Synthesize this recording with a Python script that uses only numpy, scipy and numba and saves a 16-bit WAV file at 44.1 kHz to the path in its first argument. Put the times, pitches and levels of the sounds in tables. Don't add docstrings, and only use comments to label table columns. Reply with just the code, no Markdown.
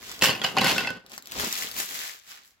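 import sys
import numpy as np
from scipy import signal
from scipy.fft import rfft, irfft
from scipy.io import wavfile
from scipy.ndimage import uniform_filter1d
from numba import njit

SR = 44100
rng = np.random.default_rng(int(sys.argv[2]) if len(sys.argv) > 2 else 0)


def natural_amplitude(level_db):
    exponent = np.asarray(level_db, float) / 20
    return 10 ** exponent


def put_to_file(sound):
    columns = np.atleast_2d(sound).T
    safe = np.clip(columns, -1, 1)
    whole_steps = np.round(safe * 32767)
    wavfile.write(sys.argv[1], SR, whole_steps.astype(np.int16))


N = 114660

# f/Hz, relative density/dB
FLOOR_COLOUR = [(18, -33), (30, -15), (90, -6.5), (540, -11), (1600, 2), (8740, -21), (16000, -23)]
# f/Hz, level/dB, t60/s
ROOM_TAIL = [(125, -10, 0.095), (500, -6, 0.23), (2000, -5, 0.24), (6040, -8, 0.089), (12000, -8, 0.037)]
# t/s, level/dB
RUMBLE_LEVEL = [(0, -61), (.1, -54.5), (.17, -67), (.24, -41), (.4, -80), (.7, -48), (.85, -61), (1.0, -67),
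                (1.25, -75), (1.34, -56), (1.38, -44.5), (1.45, -47), (1.5, -77), (1.62, -75), (1.75, -58),
                (1.82, -69), (1.87, -93), (2.05, -89), (2.2, -75), (2.4, -82), (2.6, -78)]
# f/Hz, relative density/dB
RUMBLE_COLOUR = [(15, -18), (35, 0), (65, -3.5), (110, -5), (200, -35.5), (500, -78.5)]
# t/s, crinkle level/dB, low rustle level/dB, delay of left/samples
BAG_HANDLING = [(0, -52.5, -56, -7.5), (.04, -42.5, -55.5, 7), (.12, -39, -58, 6.5),
                (.205, -46, -54.5, 5.5), (.235, -18.5, -42, -4), (.4, -52, -43.5, 4.5),
                (.46, -37, -44.5, -2.5), (.55, -48, -41.5, -0.5), (.7, -25, -37, -0.5),
                (.9, -42, -43.5, -5), (1.04, -73, -64, -12.5), (1.09, -56, -60, -9.5),
                (1.14, -40.5, -53, -10), (1.21, -64, -66.5, -11.5), (1.25, -54.5, -64, -11),
                (1.31, -43.5, -59, -16), (1.36, -34, -43.5, -11.5), (1.4, -30.5, -40, -14),
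                (1.46, -29.5, -44.5, -17.5), (1.5, -35, -50.5, -15), (1.54, -32.5, -54, -19.5),
                (1.63, -32, -50.5, -18.5), (1.73, -44.5, -54.5, -20.5), (1.8, -29.5, -46.5, -18.5),
                (1.87, -40, -61.5, -17), (1.95, -34.5, -54.5, -22.5), (2.08, -36, -68, -20.5),
                (2.16, -46.5, -75, -21.5), (2.23, -59, -87, -21.5), (2.31, -42, -67.5, -25.5),
                (2.42, -54, -74, -19.5), (2.475, -58.5, -78.5, -26.5), (2.6, -76.5, -83, -20)]
# t/s, left over right/dB
BAG_PAN = [(.6, 0), (1.1, 1.6), (1.4, 2.6), (2.1, 1.8), (2.4, 0)]
# t/s, gain/dB
BAG_TREBLE = [(0, -5), (.25, -5), (.5, -5.5), (.7, -6.5), (1, -23.5), (1.18, -0.5), (1.3, -11),
              (1.42, -4.5), (1.53, -1.5), (1.7, -2.5), (1.8, 2.5), (1.95, -1), (2.1, -3.5), (2.3, -3.5),
              (2.42, -10.5), (2.47, 3), (2.6, -8)]
# f/Hz, gain/dB
FILM_COLOUR = [(300, -23), (700, -12.5), (1250, -7.5), (2030, -5.5), (2980, -4.5), (5000, -4.5), (7690, -4),
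               (8790, -14.5), (11000, -6), (14000, -6), (15900, -7.5), (17000, -46)]
# f/Hz, gain/dB
RUSTLE_COLOUR = [(70, -22), (140, -3.5), (250, -1.5), (600, -6.5), (1200, -11.5), (3000, -64)]
# t/s, relative level/dB, tone f/Hz
SNAPS = [(0.0286, -29.5, 2030), (0.0913, -31, 5000), (0.1162, -21, 4970), (0.192, -25, 5000),
         (1.064, -32.5, 3880), (1.0973, -35.5, 5760), (1.11, -42, 4900), (1.1187, -26, 3460),
         (1.1335, -32, 6430), (1.139, -43, 3730), (1.179, -19.5, 5700), (1.224, -31.5, 3950),
         (1.258, -29, 4700), (1.2721, -24.5, 5770), (1.284, -38, 5390), (1.304, -36, 7000),
         (1.3132, -26, 3030), (1.3208, -19, 3800), (1.34, -27, 3650), (1.378, -25, 4530),
         (1.3987, -12.5, 1750), (1.4084, -12.5, 5530), (1.4144, -18, 4430), (1.5274, -10.5, 5840),
         (1.5566, -20, 4800), (1.5656, -20, 2000), (1.5833, -25, 4870), (1.6232, -15, 2060),
         (1.7149, -20.5, 4800), (1.7655, -19, 2700), (1.788, -16, 6080), (1.792, -20, 4440),
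         (1.8004, -14, 7700), (1.8124, -42, 3910), (1.8909, -20, 3990), (1.944, -20, 4120),
         (1.992, -20, 3820), (2.06, -34, 3350), (2.0955, -26, 1970)]
# t/s, relative level/dB, favoured mode f/Hz
CHATTER = [(.212, -58, 2810), (.224, -24.5, 2790), (.26, -24, 2823), (.32, -25, 2804), (.412, -40.5, 2835),
           (.445, -30, 2880), (.47, -27, 2890), (.55, -44.5, 2910), (.575, -31.5, 964), (.65, -21, 2000),
           (.71, -19, 2600), (.76, -46.5, 1500), (.8, -24.5, 1500), (.86, -36, 1500), (.9, -40.5, 1500),
           (.96, -42.5, 1500), (1.03, -60.5, 1500)]
# t/s, relative level/dB, favoured mode f/Hz, board thud re clack/dB, crack re clack/dB
CLACKS = [(0.2123, -19.5, 2604, -35.5, -1.5), (0.2219, -5.5, 1858, -18.5, 9.5),
          (0.2243, -8.5, 2705, -11, 3), (0.2299, -13.5, 2640, -23.5, -7), (0.2349, -10.5, 2703, -23.5, 8),
          (0.2408, -7, 5260, -34.5, 7.5), (0.247, -10, 2692, -21, 6.5), (0.257, -8.5, 2920, -19.5, 7.5),
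          (0.266, -14.5, 2660, -18.5, -6), (0.273, -8.5, 2697, -14, -2.5), (0.285, -9, 2773, -19, -5),
          (0.2924, -6.5, 3007, -13.5, -14.5), (0.3, -17.5, 4420, -24, -3.5),
          (0.3085, -24.5, 2630, -24.5, 5), (0.349, -19.5, 2730, -13.5, -5), (0.4163, -11.5, 3280, -24, -2),
          (0.438, -18, 4460, -33.5, 4.5), (0.4422, -15, 2920, -10, 8.5), (0.446, -1, 2950, -31.5, -9),
          (0.453, -18, 2920, -40, -4.5), (0.4631, -18.5, 3100, -27.5, 5.5), (0.492, -30, 2940, -7, -3),
          (0.568, -4.5, 1010, -31, -9), (0.573, -7, 764, -15.5, -19), (0.5841, -3.5, 2793, -21, -7),
          (0.593, -8.5, 2844, -14, -13), (0.611, -9.5, 3980, -17.5, 1.5), (0.616, -9, 1050, -12.5, 0),
          (0.6398, -18.5, 1452, -13.5, -5.5), (0.644, -17, 1500, -1, 13), (0.655, -16, 2625, -30.5, -5),
          (0.662, -15, 4350, -34, -6), (0.6815, -13, 2670, -26, 4.5), (0.694, -12, 4470, -23, 2.5),
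          (0.7143, -18, 1010, -14, 11.5), (0.725, -33, 2490, -13, -3), (0.761, -20.5, 1500, -10, 3),
          (0.781, -10, 2674, -27, 1.5), (0.783, -19, 1486, -22.5, -2), (0.794, -25, 1500, -26.5, -5),
          (0.809, -23.5, 1452, -9.5, 3), (0.847, -17, 2080, -28, -14), (0.872, -11, 2650, -18, -6.5),
          (0.889, -19, 1500, -21, -17), (0.904, -23.5, 1493, -5, 3), (0.938, -45, 1500, -20, -16),
          (0.954, -37.5, 1544, 1, -16), (1.021, -50.5, 1520, -22, -12)]
# f/Hz, gain/dB
CRACK_COLOUR = [(150, -8.5), (500, -4), (1500, -5), (2800, 0.5), (5500, -4), (7700, -7.5), (8800, -14),
                (12000, -7.5), (16000, -21.5)]
# f/Hz, relative level/dB, t60/s
TILE_MODES = [(635, -2, 0.029), (790.5, -4.5, 0.059), (1010, 6, 0.015), (1500, -4, 0.09),
              (1828, 0.5, 0.024), (2070, -2.5, 0.039), (2263, -13.5, 0.02), (2636, -4, 0.067),
              (2800, 4.5, 0.017), (2920, 3, 0.018), (3350, 4, 0.014), (3890, -6, 0.028), (4366, -4, 0.051),
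              (5002, -1, 0.031), (6030, -17, 0.0033)]
# f/Hz, relative level/dB, t60/s
BOARD_MODES = [(63, -21.5, 0.044), (136, -6.5, 0.19), (183.8, -2.5, 0.082), (259.5, 5.5, 0.043),
               (394, 1, 0.031), (520, 1.5, 0.066)]

FAVOUR_OCT, MODE_SCATTER_DB, DETUNE_RATIO = .065, 2, 0.0283
LAG_SCATTER_SAMPLES = 1.3
SNAP_T60_S, SNAP_TAIL_DB, SNAP_TAIL_S = 0.0045, -16, 0.052


def curve(table, k, t):
    a = np.array(table, float)
    return np.interp(t, a[:, 0], a[:, k])


def colour(x, table):
    a = np.array(table, float)
    f = np.maximum(np.arange(1025) * SR / 2048, 1)
    log_gain = np.interp(np.log(f), np.log(a[:, 0]), a[:, 1]) * np.log(10) / 20
    cepstrum = irfft(log_gain)
    cepstrum[1:1024] *= 2
    cepstrum[1025:] = 0
    response = irfft(np.exp(rfft(cepstrum)))
    return signal.fftconvolve(x, response[None], axes=1)[:, :N]


def unit(x):
    return x / np.sqrt(np.mean(x ** 2))


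def wide_noise(side):
    v = rng.standard_normal((2, N))
    return v[:1] + side * v[1] * np.array([[1], [-1]])


@njit
def ring(n, s, hz, t60, size, rise, lag, pan):
    out = np.zeros((2, n + 8192))
    for k in range(len(s)):
        p = np.exp(2j * np.pi * hz[k] / SR - np.log(1000) / (t60[k] * SR))
        for ch in range(2):
            i0 = max(int(s[k] * SR + (lag[k] if ch == 0 else 0)), 0)
            z, a = size[k] * (pan[k] if ch == 0 else 1 / pan[k]) + 0j, 1.
            for i in range(min(int(t60[k] * SR * .75) + 2, 8000)):
                z, a = z * p, a * rise
                out[ch, i0 + i] += z.imag * (1 - a)
    return out[:, :n]


def strike(s, db, favour_hz, modes, favour_db, contact_s):
    hz, mode_db, t60 = np.array(modes, float).T
    r = rng.standard_normal((len(s), len(hz) + 2, 2))
    octaves = np.log2(hz / favour_hz[:, None])
    near_db = favour_db * (np.exp(-.5 * (octaves / FAVOUR_OCT) ** 2) - 1)
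    scatter_db = MODE_SCATTER_DB * r[:, 2:, 0] * (abs(octaves) > FAVOUR_OCT / 2)
    size = natural_amplitude(mode_db + near_db + scatter_db) * np.sign(r[:, 2:, 0] * r[:, 2:, 1])
    size *= natural_amplitude(db[:, None]) / np.sqrt((size ** 2).sum(axis=1, keepdims=True))

    gap = octaves[np.arange(len(s)), abs(octaves).argmin(axis=1)][:, None]
    detune = 1 + DETUNE_RATIO * r[:, 2:, 1] * np.tanh(abs(octaves - gap) * 20)
    hz = hz * 2 ** -np.clip(gap, -.1, .1) * detune

    def flat(v):
        return (v * np.ones_like(size)).ravel()

    rise = np.exp(-1 / (contact_s * SR))
    lag = LAG_SCATTER_SAMPLES * r[:, :1, 0]
    pan = natural_amplitude(0.43 * np.tanh(r[:, 1:2, 0]) + 1.7 * r[:, 2:, 1])
    return ring(N, flat(s[:, None]), flat(hz), flat(np.clip(t60, .002, .2)), size.ravel(), rise,
                flat(lag), flat(pan))


def bursts(s, db, t60, tail_db, tail_s, lag, pan_db):
    out, t = np.zeros((2, N + 2000)), np.arange(1800) / SR
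    shape = natural_amplitude(-60 * t / t60) + natural_amplitude(tail_db - 60 * t / tail_s)
    noise = rng.standard_normal((len(s), len(t))) * shape
    for t0, level_db, shift, p, v in zip(s, db, lag, pan_db, noise):
        v = v * natural_amplitude(level_db) / np.abs(v).max()
        starts = max(int(t0 * SR + shift), 0), int(t0 * SR)
        for ch, i in enumerate(starts):
            out[ch, i:i + len(t)] += v * natural_amplitude(p / 2 - ch * p)
    return out[:, :N]


def floor_noise():
    return unit(colour(rng.standard_normal((2, N)), FLOOR_COLOUR)) * natural_amplitude(-73)


def room(x):
    t, tail = np.arange(int(.4 * SR)) / SR, 0
    a = np.array(ROOM_TAIL, float)
    for hz in 60 * 2. ** np.arange(9):
        edges_hz = [hz / 1.41, min(hz * 1.41, 21000)]
        sos = signal.butter(2, edges_hz, "band", fs=SR, output="sos")
        band = signal.sosfilt(sos, rng.standard_normal((2, len(t))))
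        db, t60 = (np.interp(np.log(hz), np.log(a[:, 0]), a[:, k]) for k in (1, 2))
        decay = natural_amplitude(db - 60 * t / t60) * np.sqrt(2 * np.log(1000) / (t60 * SR))
        tail = tail + band * decay
    tail = tail * np.clip(t / 0.0039 - .3, 0, 1)
    return signal.fftconvolve(x, tail, axes=1)[:, :N]


def rumble():
    level_db = curve(RUMBLE_LEVEL, 1, np.arange(N) / SR)
    return unit(colour(wide_noise(0.56), RUMBLE_COLOUR)) * natural_amplitude(level_db)


def bag_rustle():
    smooth = uniform_filter1d(uniform_filter1d(rng.standard_normal(N), 500), 500)
    flutter = natural_amplitude(3.36 * unit(smooth))
    rustle = unit(colour(wide_noise(0.31), RUSTLE_COLOUR) * flutter)
    return rustle * natural_amplitude(curve(BAG_HANDLING, 2, np.arange(N) / SR))


def bag_crinkle():
    crease_count, tick_count, spread_db = 40000, 500, 2.5
    r = rng.random((crease_count, 5))
    s, hz = r[:, 0] * N / SR, 300 + 16000 * r[:, 1]
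    size = natural_amplitude(-spread_db * np.log(r[:, 2] + 0.000067)) * np.sqrt(hz)
    lag = curve(BAG_HANDLING, 3, s) + 10 * (r[:, 3] - .5)
    pan = natural_amplitude(curve(BAG_PAN, 1, s) / 2 + 16.0 * (r[:, 4] - .5))
    creases = ring(N, s, hz, 6 / hz, size, 0., lag, pan)

    r = rng.random((tick_count, 2))
    s = r[:, 0] * N / SR
    tick_db = -3 * np.log(r[:, 1] + 0.023)
    ticks = bursts(s, tick_db, SNAP_T60_S, -27, 0.032, curve(BAG_HANDLING, 3, s), curve(BAG_PAN, 1, s))

    film = unit(colour(unit(creases) + natural_amplitude(-5) * unit(ticks), FILM_COLOUR))
    t = np.arange(N) / SR
    treble = signal.sosfiltfilt(signal.butter(2, 6000, "high", fs=SR, output="sos"), film)
    film = film + treble * (natural_amplitude(curve(BAG_TREBLE, 1, t)) - 1)
    return film * natural_amplitude(curve(BAG_HANDLING, 1, t))


def bag_snaps():
    s, db, hz = np.array(SNAPS, float).T
    lag, pan_db = curve(BAG_HANDLING, 3, s), curve(BAG_PAN, 1, s)
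    noise = bursts(s, db + 5.5, SNAP_T60_S, SNAP_TAIL_DB, SNAP_TAIL_S, lag, pan_db)
    tone = ring(N, s + 0, hz + 0, 12 / hz, natural_amplitude(db - 4), 0., lag, natural_amplitude(pan_db / 2))
    return colour(noise, FILM_COLOUR) + tone


def chatter():
    knock_count, spread_db = 900, 2.5
    r = rng.random((knock_count, 3))
    s = .2 + .9 * r[:, 0]
    db = curve(CHATTER, 1, s) - spread_db * np.log(r[:, 1] + 0.018)
    hz = curve(CHATTER, 2, s) * 2 ** (.04 * (r[:, 2] - .5))
    tiles = strike(s, db - 8, hz, TILE_MODES, 8.8, 0.00019)
    board = strike(s[::4], db[::4] - 12.5, 255 + 0 * s[::4], BOARD_MODES, 0, 0.0052)
    ticks = bursts(s, db - 0.5, 0.0036, -24.5, .03, 6 * r[:, 2] - 3, 0 * s)
    return tiles + board + colour(ticks, CRACK_COLOUR)


def clacks():
    s, db, hz, thud_db, crack_db = np.array(CLACKS, float).T
    lag = LAG_SCATTER_SAMPLES * rng.standard_normal(len(s))
    crack = bursts(s, db + crack_db, 0.009, -7, 0.04, lag, 0 * s)
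    tiles = strike(s, db - 3, hz, TILE_MODES, 14, 0.0008)
    thud = strike(s, db + thud_db, 255 + 0 * s, BOARD_MODES, 0, 0.0017)
    return tiles + colour(crack, CRACK_COLOUR) + thud


def scene():
    bag = bag_rustle() + bag_crinkle() + bag_snaps()
    direct = rumble() + bag + chatter() + clacks()
    return direct + room(direct) + floor_noise()


def roll_off(x):
    return signal.sosfilt(signal.butter(12, 16980, fs=SR, output="sos"), x)


def record(dry):
    low_hz, top_hz = 61, 15850
    x = signal.sosfilt(signal.butter(2, low_hz, "high", fs=SR, output="sos"), dry)
    x = signal.sosfilt(signal.ellip(8, .2, 65, top_hz, fs=SR, output="sos"), x)
    mix = np.tanh(0.85 * x) / 0.75
    return roll_off(mix)


dry = scene()
out = record(dry)
put_to_file(out)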